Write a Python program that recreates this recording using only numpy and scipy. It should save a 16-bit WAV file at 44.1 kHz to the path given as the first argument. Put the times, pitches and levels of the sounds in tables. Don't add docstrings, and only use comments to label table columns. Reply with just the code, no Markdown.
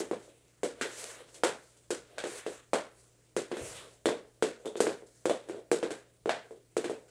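import sys
import numpy as np
from scipy import signal
from scipy.fft import rfft, irfft, next_fast_len
from scipy.io import wavfile

SR = 44100
rng = np.random.default_rng(int(sys.argv[2]) if len(sys.argv) > 2 else 0)


def materialize(psi):
    bounded = np.clip(np.atleast_2d(psi).T, -1, 1)
    quanta = np.round(bounded * 32767).astype(np.int16)
    wavfile.write(sys.argv[1], SR, quanta)


N = 313110

# f/Hz, level/dB per Hz
HISS_COLOUR = [(15, -44), (25, -11), (49, -6.5), (87, -9), (102, -14.5), (124, -10.5), (150, -6.5),
               (225, -14), (312, -7), (2520, -50), (7260, -38.5), (13500, -52.5), (14700, -43.5),
               (16400, -27)]
# f/Hz, level/dB rms
HUM_LINES = [(59.5, -79), (119, -71)]
HISS_DB = -76
WHINE_HZ, WHINE_DB = 15153, -87

# f/Hz, level/dB per Hz
SCRAPE_COLOUR = [(150, -27), (300, -9.5), (475, 0), (800, -9), (1500, -8), (3000, -10), (5200, -12),
                 (8000, -6.5), (10000, -11.5), (12500, -27), (15500, -34)]
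# start t/s, fastest t/s, end t/s, scrape level/dB, fine hiss re scrape/dB
DRAGS = [
    (-.1, 0, .02, -46, 5),
    (.84, 1.04, 1.21, -51, 4),
    (2.25, 2.38, 2.42, -50, 2),
    (2.46, 2.51, 2.6, -57, 3),
    (3.55, 3.69, 3.86, -50, 2),
    (6.86, 6.92, 6.97, -62, 0),
]
# start t/s, fastest t/s, end t/s, scrape level/dB, fine hiss re scrape/dB
GLIDES = [(.15, .27, .33, -68, 4), (.33, .4, .62, -76, 3), (1.25, 1.36, 1.43, -66, 3),
          (1.55, 1.64, 1.78, -70, 8), (2.05, 2.14, 2.2, -68, -2), (2.85, 3.0, 3.16, -73, 6),
          (3.88, 3.92, 4.0, -73, 5), (4.5, 4.62, 4.66, -72, 2), (4.86, 4.91, 4.98, -66, 12),
          (5.06, 5.16, 5.3, -77, 12), (5.36, 5.44, 5.48, -67, -2), (5.85, 5.92, 6.04, -78, 12),
          (6.35, 6.45, 6.56, -78, 9)]
# start t/s, fastest t/s, end t/s, scrape level/dB, fine hiss re scrape/dB
WOBBLES = [(.2, .28, .33, -78, 0), (.77, .8, .81, -72, 0), (.97, 1.02, 1.21, -70, 0),
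           (1.33, 1.4, 1.43, -74, 0), (2.08, 2.14, 2.18, -76, 0), (3.58, 3.61, 3.68, -63, 0),
           (3.8, 3.86, 3.92, -70, 2), (4.56, 4.64, 4.65, -72, 0), (5.47, 5.48, 5.49, -68, 0),
           (5.53, 5.58, 5.63, -64, -4), (5.96, 6.0, 6.05, -76, 0), (6.42, 6.47, 6.5, -76, 0),
           (7.02, 7.08, 7.12, -82, 0)]
DRAG_DRONE_DB, GLIDE_DRONE_DB, WOBBLE_DRONE_DB = 1, 3, 20
# scrape/dB, hiss/dB, drone/dB
STROKE_END_DB = (-4, -12, -8)
# scrape/dB, hiss/dB, drone/dB
CREEP_DB = (-77, -73, -72)
STROKE_POWER, STROKE_STOP_S = 1.5, .3
SHIVER_DB, SHIVER_RISE_S, SHIVER_T60_S = -30, .03, .6

# t/s, knock level/dB, knock f/Hz, crack level/dB, sizzle re crack/dB
SET_DOWNS = [(0.0034, -27, 410, -38, -9), (0.6322, -21, 457, -26, -11.5), (1.9049, -24, 439, -26, -9.5),
             (2.4635, -27, 467, -32, -18), (3.3648, -20, 430, -23.5, -12), (4.4238, -15, 450, -19, -14.5),
             (4.665, -29, 465, -46, -10), (4.766, -40, 430, -36, -11.5), (4.649, -38, 466, -60, -10),
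             (5.255, -18, 430, -26, -12.5), (5.4866, -36, 400, -41, -11), (5.496, -30, 420, -38, -17.5),
             (5.545, -36, 430, -60, -12), (5.7149, -15, 435, -20.5, -10.5), (6.2575, -23, 450, -36, -17.5),
             (6.767, -19, 427, -26.5, -11.5), (6.896, -25, 451, -38, -12.5)]
PUCK_HITS = [(0.8529, -32, 513, -50, -30), (2.176, -40, 592, -48, -22), (2.1818, -31, 580, -25, -18),
             (2.2386, -24, 485, -29, -15.5), (2.2694, -32, 430, -38, -7), (3.5148, -23, 370, -30, -23),
             (3.5688, -29, 380, -32, -14.5), (4.088, -14.5, 430, -25, -18), (4.8678, -15, 430, -22, -19),
             (5.8279, -18, 470, -25, -20), (5.906, -25.5, 424, -27, -15), (6.2931, -14, 643, -14, -24.5),
             (6.8425, -23, 400, -25.5, -18.5), (0.1117, -20, 410, -33, -16)]
TICKS = [
    (0.278, -50, 460, -70, -8),
    (1.2883, -70, 299, -54, -8),
    (1.205, -48, 470, -65, -8),
    (3.62, -40, 450, -60, -8),
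    (4.25, -50, 450, -70, -8),
    (5.022, -43, 435, -70, -8),
    (5.0644, -58, 462, -62, 1),
    (6.508, -38, 437, -60, -5),
    (7.0813, -70, 450, -56, -11),
]
SCOOPS = [
    (0.8116, -25, 380, -25, -17.5),
    (4.8038, -10.5, 440, -25, -7.5),
]
TOE_TAPS = [
    (1.343, -55, 436, -44, -6),
    (1.768, -62, 535, -58, -4.5),
    (1.836, -75, 500, -63, -5),
    (4.0565, -14, 447, -19, -15.5),
    (5.2956, -16, 540, -23.5, -15),
]
SLAPS = [
    (1.435, -12.5, 498, -19, -14),
    (2.7325, -14, 560, -24, -16),
]
CHINKS = [
    (4.6564, -31, 420, -37, -3),
    (4.676, -45, 460, -40, -12),
    (4.755, -29, 440, -40, -20),
]
# overtone re knock/dB, knock t60/s, echo/dB, ring f/Hz, ring re crack/dB, wash/dB
SET_DOWN = (-24, .019, -11, 1450, -5, -8)
PUCK_HIT = (5, .01, -12, 1560, -5, -10)
TICK = (-22, .022, -11, 1500, -4, -7.5)
SCOOP = (-15, .018, -13, 1550, -2, -2)
TOE_TAP = (-5, .013, -10, 3520, -8, -8)
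SLAP = (22, .008, -13, 1400, -3, -2)
CHINK = (-15, .02, -13, 3550, 8, -17)

# f/Hz, level/dB, t60/s
BOARD_MODES = [(295, -6.5, 0.2), (332, 6, 0.094), (356.2, 2.4, 0.14), (415.3, -4.5, 0.084),
               (436, -0.5, 0.14), (479.3, 3.5, 0.077), (518.5, 1, 0.04), (653, -4.5, .1), (683, -2, .1),
               (809, -11, 0.097), (935, -19, 0.05)]
# f/Hz, level/dB per Hz
SNAP_COLOUR = [(600, -15), (1200, -7), (2000, -7.5), (3500, -10), (5200, -12), (8000, -10), (10500, -20.5),
               (13000, -36), (16000, -39)]
# f/Hz, t60/s
ROOM_T60 = [(100, 0.41), (260, 0.25), (700, 0.24), (1840, 0.38), (4850, 0.27), (12800, 0.17)]
# f/Hz, level/dB
ROOM_GAIN = [(100, -2), (300, 4.1), (600, -0.3), (1500, -6.3), (4000, 7.54), (9000, 9), (14000, 0.1)]
WALL_GAIN_PER_DB = .25
KNOCK_DELAY_S, CRACK_DELAY_S = .0006, .0003
TAIL = round(.55 * SR)
BANDS_HZ = 45 * 2 ** np.arange(0, 9.1, .5).clip(0, 8.8)
LONG_WAVES_HZ, SHORT_WAVES_HZ = BANDS_HZ[2:13:2], BANDS_HZ[6::2]

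STEP_S, STEP_DB, STEP_RISE_S, STEP_T60_S = 3.626, -48, .03, .2
LEAN_DB, LEAN_UNTIL_S, LEAN_T60_S = -62, 3.8, .5


def from_db(db):
    return 10 ** (np.asarray(db) / 20)


def rms_one(x):
    return x / np.sqrt(np.mean(x ** 2, axis=-1, keepdims=True) + 1e-20)


def at_hz(points, hz):
    f, value = np.transpose(points)
    return np.interp(np.log(hz), np.log(f), value)


def cut(x, hz, kind, order=2):
    return signal.sosfilt(signal.butter(order, hz, kind, fs=SR, output="sos"), x)


def colour(x, spectrum):
    hz = np.fft.rfftfreq(x.shape[-1], 1 / SR) + 1
    return irfft(rfft(x) * from_db(at_hz(spectrum, hz)), x.shape[-1])


def convolve(a, b):
    size = next_fast_len(a.shape[-1] + b.shape[-1])
    return irfft(rfft(a, size) * rfft(b, size), size)


def drift(rate):
    knots = rng.standard_normal(2000)
    return np.interp(np.arange(N) / SR * 2 * rate, np.arange(2000), knots)


def background():
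    t = np.arange(N) / SR
    whine = np.sqrt(2) * from_db(WHINE_DB) * np.sin(2 * np.pi * WHINE_HZ * t)
    hiss = from_db(HISS_DB + 5) * rms_one(colour(rng.standard_normal(N), HISS_COLOUR))
    hum = 0
    for hz, db in HUM_LINES:
        hum = hum + np.sqrt(2) * from_db(db + 1.2 * drift(3)) * np.sin(2 * np.pi * hz * t)
    return hum + whine + hiss


def blows():
    kinds = [(SET_DOWNS, SET_DOWN), (PUCK_HITS, PUCK_HIT), (SLAPS, SLAP), (SCOOPS, SCOOP),
             (TOE_TAPS, TOE_TAP), (CHINKS, CHINK), (TICKS, TICK)]
    rows = [tuple(row) + tuple(kind) for hits, kind in kinds for row in hits]
    return np.transpose(rows)[:, :, None]


def contact():
    t = np.arange(0, N / SR + .01, .002)
    power = from_db(2 * np.array(CREEP_DB))[:, None] * np.ones(len(t))
    kinds = (DRAGS, DRAG_DRONE_DB), (GLIDES, GLIDE_DRONE_DB), (WOBBLES, WOBBLE_DRONE_DB)
    for strokes, drone_db in kinds:
        for start, fastest, end, scrape_db, hiss_db in strokes:
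            before = (fastest - t) / max(fastest - start, .01)
            after = (t - fastest) / max(end - fastest, .01)
            away = np.minimum(np.maximum(before, after), 1)
            outside = np.maximum(np.maximum(start - t, t - end), 0)
            speed_db = np.outer(STROKE_END_DB, away ** STROKE_POWER) - 60 * outside / STROKE_STOP_S
            power += from_db(2 * (scrape_db + speed_db + np.array([[0], [hiss_db], [drone_db]])))
    s, knock_db = blows()[:2]
    since = np.maximum(t - s, 0)
    shiver = from_db(knock_db + SHIVER_DB - 60 * since / SHIVER_T60_S)
    shiver *= 1 - np.exp(-since / SHIVER_RISE_S)
    power[2] += np.sum(shiver ** 2, axis=0)
    return [np.interp(np.arange(N) / SR, t, level_db) for level_db in 10 * np.log10(power)]


def sliding():
    scrape_db, hiss_db, drone_db = contact()
    spikes_db = 1.8 * rng.exponential(1, N) * (rng.random(N) < .05)
    grains = rng.standard_normal((2, N)) * from_db(spikes_db)
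    rub = rms_one(colour(grains, SCRAPE_COLOUR))
    uneven = drift(39)
    out = np.zeros(N)
    for k, (low, high) in enumerate(zip(BANDS_HZ[3:], BANDS_HZ[4:])):
        if low < 700:
            level_db = drone_db + 4.5
        elif low < 4000:
            level_db = scrape_db + 4.5
        else:
            level_db = hiss_db + 2.5
        patch_db = 2.2 * drift(7) + 1.1 * uneven
        out += cut(rub[k % 2], [low, high], "band") * from_db(level_db + patch_db)
    return out


def room(echoes, octaves):
    t, out = np.arange(TAIL) / SR, np.zeros(echoes.shape)
    for low, high in zip(octaves, octaves[1:]):
        hz = np.sqrt(low * high)
        fade = from_db(at_hz(ROOM_GAIN, hz) - 60 * t / at_hz(ROOM_T60, hz))
        out += cut(echoes, [low, high], "band", order=1) * fade
    return out


def board(knock_hz, t):
    luck, out = rng.standard_normal((len(BOARD_MODES), len(knock_hz), 1)), 0
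    for (hz, level_db, t60), chance in zip(BOARD_MODES, luck):
        near_db = -25 * np.log2(hz / knock_hz) ** 2
        size = np.sign(chance) * from_db(level_db + near_db - 4.9 * np.abs(chance))
        out = out + size * np.sin(2 * np.pi * hz * t) * from_db(-60 * t / t60)
    return out * (1 - np.exp(-t / .006))


def lay(times, sounds):
    t, out = np.arange(TAIL) / SR, np.zeros(N + TAIL)
    sounds = sounds * np.minimum(t / .0002, 1) * np.minimum((t[-1] - t) * 20, 1)
    for at, sound in zip(np.round(times[:, 0] * SR).astype(int), sounds):
        out[at:at + TAIL] += sound
    return cut(out[:N], 135, "high")


def cracks():
    s, _, _, peak_db, sizzle_db, *_, ring_hz, ring_db, wash_db = blows()
    t, shape = np.arange(TAIL) / SR, (len(s), TAIL)
    white = rng.standard_normal((2,) + shape)
    wash = room(white, SHORT_WAVES_HZ) * (1 - np.exp(-t / .0018)) * from_db(wash_db)
    wash *= from_db(1.5 * rms_one(cut(rng.standard_normal(shape), 120, "low")))
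    start_db, t60 = np.array([.1, 3])[:, None, None], np.array([.01, .006])[:, None, None]
    burst = white * from_db(start_db - 60 * t / t60) + wash
    burst[..., 14] += 6
    hz = np.fft.rfftfreq(TAIL, 1 / SR)
    detune = (hz - ring_hz) / (.081 * ring_hz)
    ring = 1 + from_db(ring_db + 7.5) / (1 + detune ** 2)
    snap = irfft(rfft(colour(burst[0], SNAP_COLOUR)) * ring, TAIL)
    snap = cut(snap, 3100, "low") * from_db(5.5)
    sizzle = cut(colour(burst[1], SNAP_COLOUR), 6100, "high") * from_db(sizzle_db + 17)
    return lay(s + CRACK_DELAY_S, from_db(peak_db) * (snap + sizzle))


def clacks():
    s, peak_db, knock_hz, _, _, overtone_db, t60, echo_db, *_ = blows()
    t, shape = np.arange(TAIL) / SR, (len(s), TAIL)
    face = rng.choice([-1, 1], (len(s), 1))
    push = np.sin(2 * np.pi * knock_hz * t + 1.7) * from_db(-60 * t / np.clip(t60, .004, .05))
    push += np.sin(2 * np.pi * 850 * t + .58) * from_db(overtone_db - 32 - 60 * t / .0055)
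    push = face * cut(push * (1 - np.exp(-t / .00031)), 198, "high", order=1)
    density = np.clip(.03 + (t / .15) ** 2, 0, 1)
    echoes = (rng.random(shape) < density) * rng.standard_normal(shape) / np.sqrt(density)
    echoes *= 1 - np.exp(-(t / .008) ** 2)
    walls = convolve(push[:, :1024], room(echoes, LONG_WAVES_HZ))[:, :TAIL]
    walls_db = echo_db - 19 + WALL_GAIN_PER_DB * np.maximum(overtone_db, 0)
    sheet = from_db(echo_db - .5) * board(knock_hz, t)
    knock = push + from_db(walls_db) * walls + sheet
    return lay(s + KNOCK_DELAY_S, from_db(peak_db + 8) * knock)


def step():
    t = np.arange(N) / SR
    rise = np.clip((t - STEP_S) / STEP_RISE_S + 1, 0, 1) ** 2
    land = from_db(STEP_DB - 60 * np.maximum(t - STEP_S, 0) / STEP_T60_S)
    lean = from_db(LEAN_DB - 60 * np.maximum(t - LEAN_UNTIL_S, 0) / LEAN_T60_S)
    rumble = rms_one(cut(rng.standard_normal(N), [55, 160], "band", order=3))
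    return rise * (land + lean) * rumble


def scene():
    return (background() + sliding() + cracks() + clacks() + step())[None]


def top_cut(x):
    return signal.sosfilt(signal.butter(12, 16530, fs=SR, output="sos"), x)


def record(dry):
    release = 40 * np.arange(N) / SR
    over_db = np.maximum(20 * np.log10(np.abs(dry) + 1e-9) + 24, 0)
    held_db = np.maximum.accumulate(over_db + release, axis=-1) - release
    duck_db = cut(held_db, 100, "low", order=1)
    narrow = signal.sosfilt(signal.cheby2(12, 50, 16450, fs=SR, output="sos"), dry)
    return top_cut(narrow * from_db(-.3 * duck_db))


dry = scene()
out = record(dry)
materialize(out)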